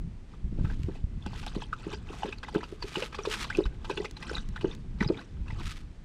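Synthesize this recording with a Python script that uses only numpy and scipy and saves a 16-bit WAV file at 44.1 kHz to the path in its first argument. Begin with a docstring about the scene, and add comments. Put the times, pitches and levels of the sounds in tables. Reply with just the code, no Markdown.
"""A dog laps water from a metal bucket in a yard, nearly three laps a second.
In each lap the tongue smacks the water, air pockets plop and water dribbles back: decaying bubble tones,
droplet clouds and filtered crackle, coloured by the resonances and short reflections of the bucket.
Someone carrying the microphone walks up over gritty concrete (scuffs and cracks of shaped noise),
with soft bumps of damped sines, a low-noise rumble of moving air and faint steady noise of the yard."""
import sys
import numpy as np
from scipy import signal
from scipy.fft import rfft, irfft, next_fast_len
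from scipy.io import wavfile

SR = 44100
rng = np.random.default_rng(int(sys.argv[2]) if len(sys.argv) > 2 else 0)


def generate_wav(signal):
    """Clip the signal to [-1, 1] and save it as 16-bit WAV at the path in sys.argv[1]."""
    frames = np.transpose(np.atleast_2d(signal))
    scaled = np.clip(frames, -1, 1) * 32767
    pcm = np.round(scaled).astype(np.int16)
    wavfile.write(sys.argv[1], SR, pcm)


N = 266364
TIME = np.arange(N) / SR
AGE = np.arange(4096) / SR  # time since the start of a short event [s]


def from_db(db):
    """Level: amplitude is ten to the power of dB / 20."""
    return 10 ** (np.asarray(db) / 20)


def rms_one(x):
    """Normalisation: scale to unit root-mean-square amplitude."""
    return x / np.sqrt(np.mean(x ** 2) + 1e-20)


def gain_curve(rows):
    """Envelope: interpolate levels (time [s], level [dB]) and return a gain."""
    times, levels_db = np.transpose(rows)
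    return from_db(np.interp(TIME, times, levels_db))


def add(track, start_s, sound):
    """Superposition: mix a sound into the track at its start time."""
    part = track[max(round(start_s * SR), 0):][:len(sound)]
    part += sound[:len(part)]


def band(x, low_hz, high_hz, order=2):
    """Band-pass filtering: keep the energy between two frequencies."""
    sos = signal.butter(order, [low_hz, high_hz], "band", fs=SR, output="sos")
    return signal.sosfilt(sos, x + 1e-18)


def coloured(x, spectrum):
    """Spectral shaping: weight by levels interpolated over log frequency, silent outside them; rms 1."""
    hz, levels_db = np.transpose(spectrum)
    size = next_fast_len(N)
    log_hz = np.log(np.maximum(np.fft.rfftfreq(size, 1 / SR), 1))
    weights_db = np.interp(log_hz, np.log(hz), levels_db, left=-np.inf, right=-np.inf)
    return rms_one(irfft(rfft(x, size) * from_db(weights_db), size)[:N])


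def drift(per_s):
    """Slow random modulation: straight lines between random knots; rms 1."""
    knots = rng.standard_normal(4096)
    return rms_one(np.interp(TIME * per_s, np.arange(len(knots)), knots))


def grains(per_s, spread_db, size):
    """Shot noise: clicks at random moments, a few much larger than the rest; rms 1."""
    heights = from_db(spread_db * np.minimum(rng.exponential(1, size), 4))
    heights = heights * rng.choice([-1, 1], size)
    return rms_one(heights * (rng.random(size) < per_s / SR))


def strokes(rows, attack_s, swell_db, release_s):
    """Envelope: each row fades in, moves by swell_db to its level at the end and dies away."""
    out = np.zeros(N)
    for start, length, db in rows:
        end = start + length
        fade_in = np.minimum(TIME - start, 0) / attack_s
        fade_out = np.maximum(TIME - end, 0) / release_s
        remaining = np.clip((end - TIME) / length, 0, 1)
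        out += np.exp(fade_in - fade_out) * from_db(db - swell_db * remaining)
    return out


def bubble(hz, t60, glide, swell_s, glide_s=0.0099, size=4096):
    """Bubble oscillation: an air pocket rings with 60 dB decay in t60 [s] and glides [octaves]; envelope peak 1."""
    age = AGE[:size]
    pitch = hz * 2 ** (glide * (1 - np.exp(-age / glide_s)))
    shape = (1 - np.exp(-age / swell_s)) ** 2 * from_db(-60 * age / t60)
    shape = shape / shape.max(axis=-1, keepdims=True)
    return shape * np.sin(2 * np.pi * np.cumsum(pitch, axis=-1) / SR)


def droplets(centre_hz, octaves, spread_s, count):
    """Bubble cloud: pockets of staggered sizes, mostly rising, burst close together; rms 1 over AGE."""
    sizes = (np.arange(count)[:, None] + rng.random((count, 1))) / count
    hz = centre_hz * 2 ** (octaves * (1.8 * sizes - .8))
    rise = .6 * rng.random((count, 1)) - .2
    rings = bubble(hz, t60=.009 * (1500 / hz) ** .45, glide=rise, swell_s=.7 / hz, size=1024)
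    delays = rng.gamma(2, spread_s, count) + rng.uniform(0, spread_s, count)
    cloud = np.zeros(len(AGE))
    for ring, delay in zip(rings, delays):
        add(cloud, delay, ring * from_db(4 * rng.standard_normal()) * rng.choice([-1, 1]))
    return rms_one(cloud)


def drops(low_hz, octaves, t60, spread_db, tilt_db, count):
    """Random superposition: drops ring briefly (t60 at 1500 Hz), the smallest weaker by tilt_db; rms 1."""
    out = np.zeros(N)
    for when, smallness, strength, rise in rng.random((count, 4)):
        hz = low_hz * 2 ** (octaves * smallness)
        ring = bubble(hz, t60 * np.sqrt(1500 / hz), glide=.6 * rise - .1, swell_s=1 / hz, size=640)
        level_db = spread_db * strength ** 2 - tilt_db * smallness ** 2
        add(out, when * N / SR, from_db(level_db) * ring)
    return rms_one(out)


# resonances of the air in the bucket: (frequency [Hz], bandwidth [Hz], gain [dB])
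BUCKET_MODES = [(389.8, 84, 26), (876, 73, 13), (1256, 300, 1.5), (1562, 63, 11), (2620, 810, 7),
                (3400, 800, 2)]


def bucket_air(x, direct_db, shift=0):
    """Modal resonance: sound sets the air in the bucket ringing; shift [octaves] retunes every mode."""
    out = from_db(direct_db) * x
    for hz, width, db in BUCKET_MODES:
        radius = np.exp(-np.pi * width / SR)
        angle = 2 * np.pi * hz * 2 ** shift / SR
        zeros = np.array([1, 0, -1]) * (1 - radius ** 2) / 2
        poles = [1, -2 * radius * np.cos(angle), radius ** 2]
        out = out + from_db(db) * signal.lfilter(zeros, poles, x + 1e-18)
    return out


def echoes(x, t60, level_db, delay_s):
    """Reverberation: convolve with exponentially decaying noise, a dense tail of reflections."""
    age = TIME[:SR // 2]
    tail = rng.standard_normal(len(age)) * from_db(-60 * age / t60) * (age > delay_s)
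    return from_db(level_db) * signal.fftconvolve(x, tail / np.linalg.norm(tail))[:N]


# wet smacks of tongue and lips, each a small bubble in a spatter of droplets:
# (time [s], bubble peak level [dB], starting pitch [Hz], glide [octaves], relative spatter level [dB])
TONGUE_SMACKS = [(0.337, -46.5, 1280, -0.2, -62), (0.6492, -41, 1200, 0.36, -44.5),
                 (0.7, -39, 1490, 0.26, -47.5), (1.263, -36, 910, -0.65, -45),
                 (1.432, -41, 1000, -0.6, -46.5), (1.4676, -31.5, 800, -0.18, -46.5),
                 (1.479, -37, 3200, 0.95, -52), (1.552, -39.5, 684, 0.4, -45.5),
                 (1.6212, -34, 793, 0.48, -46), (1.73, -20, 1424, -0.56, -46),
                 (1.931, -39, 2820, 0.38, -40.5), (2.223, -32.5, 960, -0.81, -53),
                 (2.233, -20, 834, -0.16, -43.5), (2.233, -32.5, 2930, -0.025, -53),
                 (2.259, -34.5, 560, -0.13, -44.5), (2.2866, -41.5, 3450, 0.069, -59),
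                 (2.3259, -32, 2294, 0.59, -43), (2.384, -41.5, 4680, -0.94, -74),
                 (2.4338, -32, 1545, 0.067, -40), (2.486, -32, 954, -0.62, -42.5),
                 (2.551, -30, 1480, -0.16, -40), (2.566, -40, 2300, 1.1, -60), (2.608, -41, 1410, 1.1, -51),
                 (2.632, -36, 1194, 0.55, -43), (2.826, -28, 4700, -0.53, -40),
                 (2.958, -23.5, 2930, -0.22, -35.5), (3.0243, -28.5, 2920, -0.089, -37.5),
                 (3.128, -38, 1260, -0.14, -46.5), (3.148, -46, 1090, 0.54, -38.5),
                 (3.1887, -33, 1050, 0.54, -42.5), (3.254, -34, 970, 0.45, -35.5),
                 (3.3131, -27, 3230, -0.89, -45), (3.341, -44, 1610, -0.25, -36),
                 (3.445, -36, 1220, -0.14, -39), (3.502, -24.5, 1305, 0.83, -42),
                 (3.5506, -27, 2700, -0.35, -47), (3.6557, -38, 1076, 1.06, -45.5),
                 (3.8477, -42.5, 1190, 0.28, -44.5), (3.8985, -25, 985, -0.32, -40),
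                 (3.9108, -33.5, 2550, -0.098, -44), (3.9755, -27.5, 2920, -0.44, -42),
                 (4.0489, -35, 1240, -0.093, -40), (4.169, -36.5, 4020, 0.098, -49.5),
                 (4.2269, -37.5, 1960, 0.074, -44.5), (4.297, -28.5, 1500, -0.2, -53),
                 (4.353, -24.5, 4050, -0.35, -63), (4.369, -35, 1410, -0.1, -51),
                 (4.3815, -30.5, 3580, 0.34, -60), (4.562, -31, 1450, 0.032, -46),
                 (4.612, -38, 2820, 0.23, -46), (5.0085, -21.5, 2120, -0.79, -36.5),
                 (5.026, -28.5, 1370, 0.89, -36), (5.0466, -36, 3800, 0.11, -43),
                 (5.077, -30.5, 4910, 0.062, -61), (5.088, -37, 4460, -0.68, -45.5),
                 (5.145, -40, 2400, -0.34, -55), (5.174, -41.5, 3400, 0.55, -48),
                 (5.19, -39, 1290, 0.74, -67), (5.482, -42.5, 2600, 0.18, -52.5),
                 (5.505, -39, 1770, 0.77, -48.5)]
# fine spray, highest while the microphone is right over the bucket: (time [s], relative level [dB])
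SPRAY_LEVEL = [(0.6, -14), (1.5, -2), (2.5, -6), (4.3, -0.5), (5.1, -8)]
BUBBLE_SWELL_S, BUBBLE_T60_S = 0.0008, 0.013  # decay at 1500 Hz without an upward glide
ONSET_DB = -16  # against the bubble's peak
MUZZLE_SHIFT_OCTAVES = .07  # the moving muzzle retunes the air in the bucket from smack to smack


def smacks():
    """Bubble oscillation: each smack swells in softly at its own pitch, then chirps amid droplets and fizz.

    Small bubbles die sooner; those that glide far upward ring longer.
    """
    out = np.zeros(N)
    swell = AGE / 0.0037
    fizz_shape = rms_one(swell ** 2 * np.exp(-swell))
    for s, db, hz, glide, spatter_db in TONGUE_SMACKS:
        t60 = BUBBLE_T60_S * (1500 / hz) ** .45 * (1 + 1.6 * max(glide, 0))
        add(out, s - .0005, from_db(db) * bubble(hz, t60, glide, BUBBLE_SWELL_S))
        # a reversed ring gives a soft onset
        onset_t60 = 170 / hz * min(hz / 4500, 1) ** 2
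        onset = bubble(hz, onset_t60, glide=0, swell_s=BUBBLE_SWELL_S)[::-1]
        add(out, s - AGE[-1], from_db(db + ONSET_DB) * onset)
        spray_db = spatter_db + np.interp(s, *np.transpose(SPRAY_LEVEL))
        coarse = from_db(spatter_db - 18.0) * droplets(1353, octaves=0.91, spread_s=.0025, count=12)
        fine = from_db(spray_db - 17.5) * droplets(3236, octaves=0.87, spread_s=.0034, count=22)
        fizz_grains = fizz_shape * grains(2200, spread_db=3, size=len(AGE))
        fizz = from_db(spray_db - 22) * rms_one(band(fizz_grains, 3400, 9000))
        shift = MUZZLE_SHIFT_OCTAVES * rng.standard_normal()
        add(out, s - .0058, bucket_air(coarse + fine + fizz, direct_db=-6.5, shift=shift))
    return out


# large air pockets closing under the tongue: (time [s], peak level [dB], nominal pitch [Hz])
AIR_POCKETS = [(0.586, -31.5, 286), (0.8845, -28.5, 304), (1.264, -36, 254), (1.5644, -29, 271),
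               (1.867, -28, 308), (1.933, -36.5, 376), (2.102, -37, 353), (2.2464, -29.5, 415),
               (2.249, -33, 274), (2.2841, -34, 336), (2.5475, -26.5, 450), (2.5588, -19, 309),
               (2.724, -34, 350), (2.8411, -33.5, 387), (2.9702, -28.5, 308), (2.98, -30, 480),
               (3.0224, -27, 550), (3.1874, -31.5, 452), (3.272, -27, 416), (3.585, -16, 358),
               (3.8988, -27.5, 394), (3.91, -33.5, 533), (3.9759, -33.5, 380), (3.9996, -28, 378),
               (4.0469, -36, 450), (4.3121, -31.5, 442), (4.6433, -19, 349), (5.0143, -26, 256),
               (5.0997, -16.5, 342), (5.142, -51, 360)]
PLOP_T60_S = 0.0145  # at 360 Hz and above; deeper plops die sooner
SUCK_LEAD_S, SUCK_DB = 0.01132, -18.5  # the tongue pulls the hollow open just before it closes
SHOVE_DB, SHOVE_DB_PER_OCTAVE = -9, 28  # under a plop of 360 Hz; deeper plops shove more water
SPLIT_DB, SLAP_DB = -31, -38.5  # split-off pockets and splash before the bucket: rms against plop peak


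def plops():
    """Cavity collapse: a hollow opens softly and closes with a low damped note, a shove of water and a slap.

    Each note rises by its own amount and is roughened by smaller pockets that split off.
    """
    notes, slaps = np.zeros((2, N))
    for (s, db, hz), rise in zip(AIR_POCKETS, rng.random(len(AIR_POCKETS))):
        t60 = PLOP_T60_S * min(hz / 360, 1) ** 0.49
        opening = bubble(hz, t60=0.01, glide=0.099, swell_s=0.0047)
        add(notes, s - SUCK_LEAD_S, from_db(db + SUCK_DB) * opening)
        closing = bubble(hz * 0.89, t60, glide=0.1 + 0.5 * rise, swell_s=1.56 / hz)
        add(notes, s, from_db(db) * closing)
        split = droplets(hz, octaves=0.79, spread_s=.004, count=7)
        add(notes, s, from_db(db + SPLIT_DB) * split)
        shove_db = db + SHOVE_DB + SHOVE_DB_PER_OCTAVE * np.log2(360 / hz)
        add(notes, s, from_db(shove_db) * bubble(195, t60=0.054, glide=0, swell_s=0.00073))
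        splash = droplets(746, octaves=1.0, spread_s=0.0039, count=12)
        add(slaps, s - .004, from_db(db + SLAP_DB) * splash)
    ringing = from_db(-23) * bucket_air(notes, direct_db=-13)
    return notes + bucket_air(slaps, direct_db=-7.5) + ringing


# laps, each stirring the water around the muzzle: (start [s], length [s], relative level [dB])
LAP_STROKES = [(0.29, 0.056, -56), (0.58, 0.15, -51), (0.88, 0.086, -53.5), (1.23, 0.13, -50.5),
               (1.43, 0.19, -51.5), (1.79, 0.15, -47.5), (2.09, 0.2, -47.5), (2.45, 0.15, -49.5),
               (2.83, 0.18, -50), (3.16, 0.25, -48), (3.48, 0.11, -46), (3.87, 0.16, -48),
               (4.21, 0.16, -45), (4.56, 0.17, -51.5), (5.01, 0.21, -50), (5.47, 0.143, -48)]
LAP_ATTACK_S, LAP_RELEASE_S = 0.024, 0.013
LAP_SWELL_DB = 19  # the dribble grows as the tongue draws water up
SETTLE_DB, SETTLE_S = -16, 0.42  # after each lap the water goes on dripping and settles slowly


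def dribble():
    """Bubble entrainment: falling drops leave bubbles of every size over a fine crackle and a dull slosh."""
    bubbles = drops(700, octaves=2.7, t60=.012, spread_db=16, tilt_db=7, count=5500)
    crackle = rms_one(band(grains(1200, spread_db=5.0, size=N), 170, 7400))
    crackle = rms_one(bucket_air(crackle, direct_db=-8.5))
    slosh = rms_one(band(rng.standard_normal(N), 117, 375, order=3))
    # the negative swell makes the settling fall during the lap
    settling = strokes(LAP_STROKES, attack_s=0.039, swell_db=-7.0, release_s=SETTLE_S)
    flow = strokes(LAP_STROKES, LAP_ATTACK_S, LAP_SWELL_DB, LAP_RELEASE_S)
    flow = flow + from_db(SETTLE_DB) * settling
    # stirred water traps many bubbles, calm water mostly rustles
    trapping = (flow / flow.max()) ** .35
    water = from_db(-2) * trapping * bubbles + from_db(-9) * crackle + from_db(-4.0) * slosh
    spurts = from_db(2 * drift(70))
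    return flow * water * spurts


def patter():
    """Impact entrainment: flung droplets land on the water as a scatter of small bright blips."""
    flung = strokes(LAP_STROKES, attack_s=0.023, swell_db=7.5, release_s=0.045)
    hits = drops(2400, octaves=2, t60=.009, spread_db=16, tilt_db=10, count=4500)
    return from_db(-4) * gain_curve(SPRAY_LEVEL) * flung * hits


# drops falling from the muzzle, each leaving one bubble: (time [s], peak level [dB], nominal pitch [Hz])
MUZZLE_DRIPS = [(1.225, -45, 3480), (1.272, -41, 2700), (1.333, -36.5, 920), (1.62, -39.5, 3300),
                (1.639, -37, 3200), (1.948, -40, 4870), (2.09, -40, 2760), (2.448, -38, 2040),
                (2.529, -50, 4750), (2.639, -43, 4650), (2.641, -35, 2800), (2.932, -45, 2410),
                (3.035, -32.5, 2760), (3.236, -38, 5900), (3.447, -36, 4350), (3.528, -31, 2180),
                (3.64, -35, 3820), (3.977, -31.5, 3430), (4.057, -30, 2180), (4.295, -38.5, 5370),
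                (4.383, -36, 1590), (4.563, -41, 3900), (4.578, -35, 1770), (4.656, -40, 2900),
                (4.714, -36, 3620), (5.009, -39, 3980), (5.036, -43, 5980), (5.194, -42.5, 3970)]


def drips():
    """Bubble resonance: single drops land; each bubble swells softly and rises a little as it rings."""
    out = np.zeros(N)
    for (s, db, hz), rise in zip(MUZZLE_DRIPS, rng.uniform(0, .3, len(MUZZLE_DRIPS))):
        ring = bubble(hz * 2 ** (-rise / 4), t60=.011, glide=rise, swell_s=.0008)
        add(out, s - .001, from_db(db) * ring)
    return out


def bucket():
    """Multiple reflection: the metal wall throws the lapping and the plops back and forth."""
    lapping = smacks() + drips() + dribble() + patter()
    hollow = plops()
    lapping_echo = echoes(lapping, t60=0.052, level_db=-6.5, delay_s=0.0013)
    hollow_echo = echoes(hollow, t60=0.31, level_db=-12.0, delay_s=0.0069)
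    return lapping + hollow + lapping_echo + hollow_echo


# soles scuffing on concrete: (start [s], length [s], relative level [dB])
SOLE_SCUFFS = [(0.65, 0.21, -73.5), (1.355, 0.027, -69), (1.44, 0.042, -67), (2.14, 0.057, -66.5),
               (2.7, 0.035, -68), (2.88, 0.18, -59.5), (3.32, 0.021, -51), (3.405, 0.025, -48.5),
               (5.655, 0.054, -60.5), (5.76, 0.048, -70.5)]
# colour of the scuffs: (frequency [Hz], relative level [dB])
SCUFF_SPECTRUM = [(290, -51), (500, -17), (1150, -1), (1250, 7.5), (1430, 2), (3430, 1), (8720, -12),
                  (15500, -30)]


def footsteps():
    """Granular friction: soles grind sand over concrete, as dense clicks of unsteady level."""
    unevenness = from_db(2.2 * drift(140) + 2 * drift(35))
    sand = grains(3000, spread_db=4, size=N) * unevenness
    # the small swell is weight settling on the sole
    pressure = strokes(SOLE_SCUFFS, attack_s=0.031, swell_db=0.5, release_s=0.018)
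    return from_db(13.5) * coloured(sand, SCUFF_SPECTRUM) * pressure


# single larger grains of grit cracking: (time [s], relative peak level [dB])
GRIT_CRACKS = [(0.8335, -14.5), (1.2643, -15), (1.4645, -9), (2.385, -21), (2.544, -13), (2.883, -15),
               (3.313, -20), (3.406, -24), (3.414, -12), (3.5715, -7), (4.111, -12), (4.489, -19),
               (4.75, -17)]


def grit():
    """Impulsive fracture: a larger grain cracks as a click with a short tail of crumbling noise."""
    cracks = np.zeros(N)
    for s, db in GRIT_CRACKS:
        crumbs = from_db(-11) * rng.standard_normal(len(AGE)) * from_db(-60 * AGE / 0.009)
        add(cracks, s, from_db(db) * (signal.unit_impulse(len(AGE)) + crumbs))
    return from_db(-10.5) * band(cracks, 1200, 6370)


# soft bumps of walking and handling: (time [s], level [dB], pitch [Hz])
HANDLING_BUMPS = [(0.442, -22.5, 54), (0.527, -26, 165), (0.61, -24, 151), (0.642, -21.5, 123),
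                  (0.796, -24, 76.6), (0.841, -21, 80), (1.039, -20, 67.3), (1.041, -32, 171),
                  (3.657, -19, 48), (5.009, -21.5, 190), (5.061, -18.5, 150), (5.405, -25, 58.4),
                  (5.526, -24.5, 102)]


def bumps():
    """Damped oscillation: each bump shakes the microphone for a few cycles, losing 10 dB per cycle."""
    out = np.zeros(N)
    for s, db, hz in HANDLING_BUMPS:
        cycles = hz * AGE
        shape = (1 - np.exp(-cycles / 0.099)) ** 2 * from_db(-10 * cycles)
        add(out, s, from_db(db) * shape / shape.max() * np.sin(2 * np.pi * cycles))
    return out


# air buffeting the microphone: (time [s], relative level [dB])
AIR_BUFFET = [(0.0, -37), (0.3, -50.5), (0.42, -39), (0.64, -31), (0.72, -34.5), (1.36, -44), (2.09, -43.5),
              (2.61, -49.5), (3.33, -46), (3.62, -41), (4.1, -46), (4.91, -38.5), (5.23, -47),
              (5.63, -39.5), (6.04, -49)]
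# colour of the moving air: (frequency [Hz], relative level [dB])
AIR_SPECTRUM = [(12, -66), (20, 8.5), (43, 2.5), (145, -6.5), (229, -12), (276, -51), (372, -25.5),
                (500, -53), (650, -56), (1100, -120)]


def rumble():
    """Turbulent pressure: lumpy low noise of air on the microphone, knocking when it is strong."""
    buffet = gain_curve(AIR_BUFFET)
    lumpy_noise = rng.standard_normal(N) * from_db(2.2 * drift(18))
    air = from_db(3.5) * buffet * coloured(lumpy_noise, AIR_SPECTRUM)
    knocks = rms_one(band(grains(200, spread_db=3.5, size=N), 130, 310, order=3))
    return air + from_db(-9.5) * buffet ** 2 / buffet.max() * knocks


# colour of the yard: (frequency [Hz], relative level [dB])
YARD_SPECTRUM = [(150, -31), (250, -6.5), (496, -21.5), (1210, -28), (2060, -29), (8670, -43),
                 (15000, -72.5)]


def yard():
    """Stationary noise: a faint steady background with a fixed spectrum."""
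    return from_db(-58.5) * coloured(rng.standard_normal(N), YARD_SPECTRUM)


def scene():
    """Superposition: the bucket and the steps with their echoes, in the open air of the yard."""
    near = bucket() + footsteps() + grit()
    near_echo = echoes(near, t60=1.0, level_db=-24.5, delay_s=0.0057)
    return (near + near_echo + bumps() + rumble() + yard())[None]


def record(dry):
    """Low-pass filtering: an elliptic filter cuts the top steeply above 15750 Hz."""
    sos = signal.ellip(10, .1, 80, 15750, fs=SR, output="sos")
    return signal.sosfilt(sos, dry)


dry = scene()
out = record(dry)
generate_wav(out)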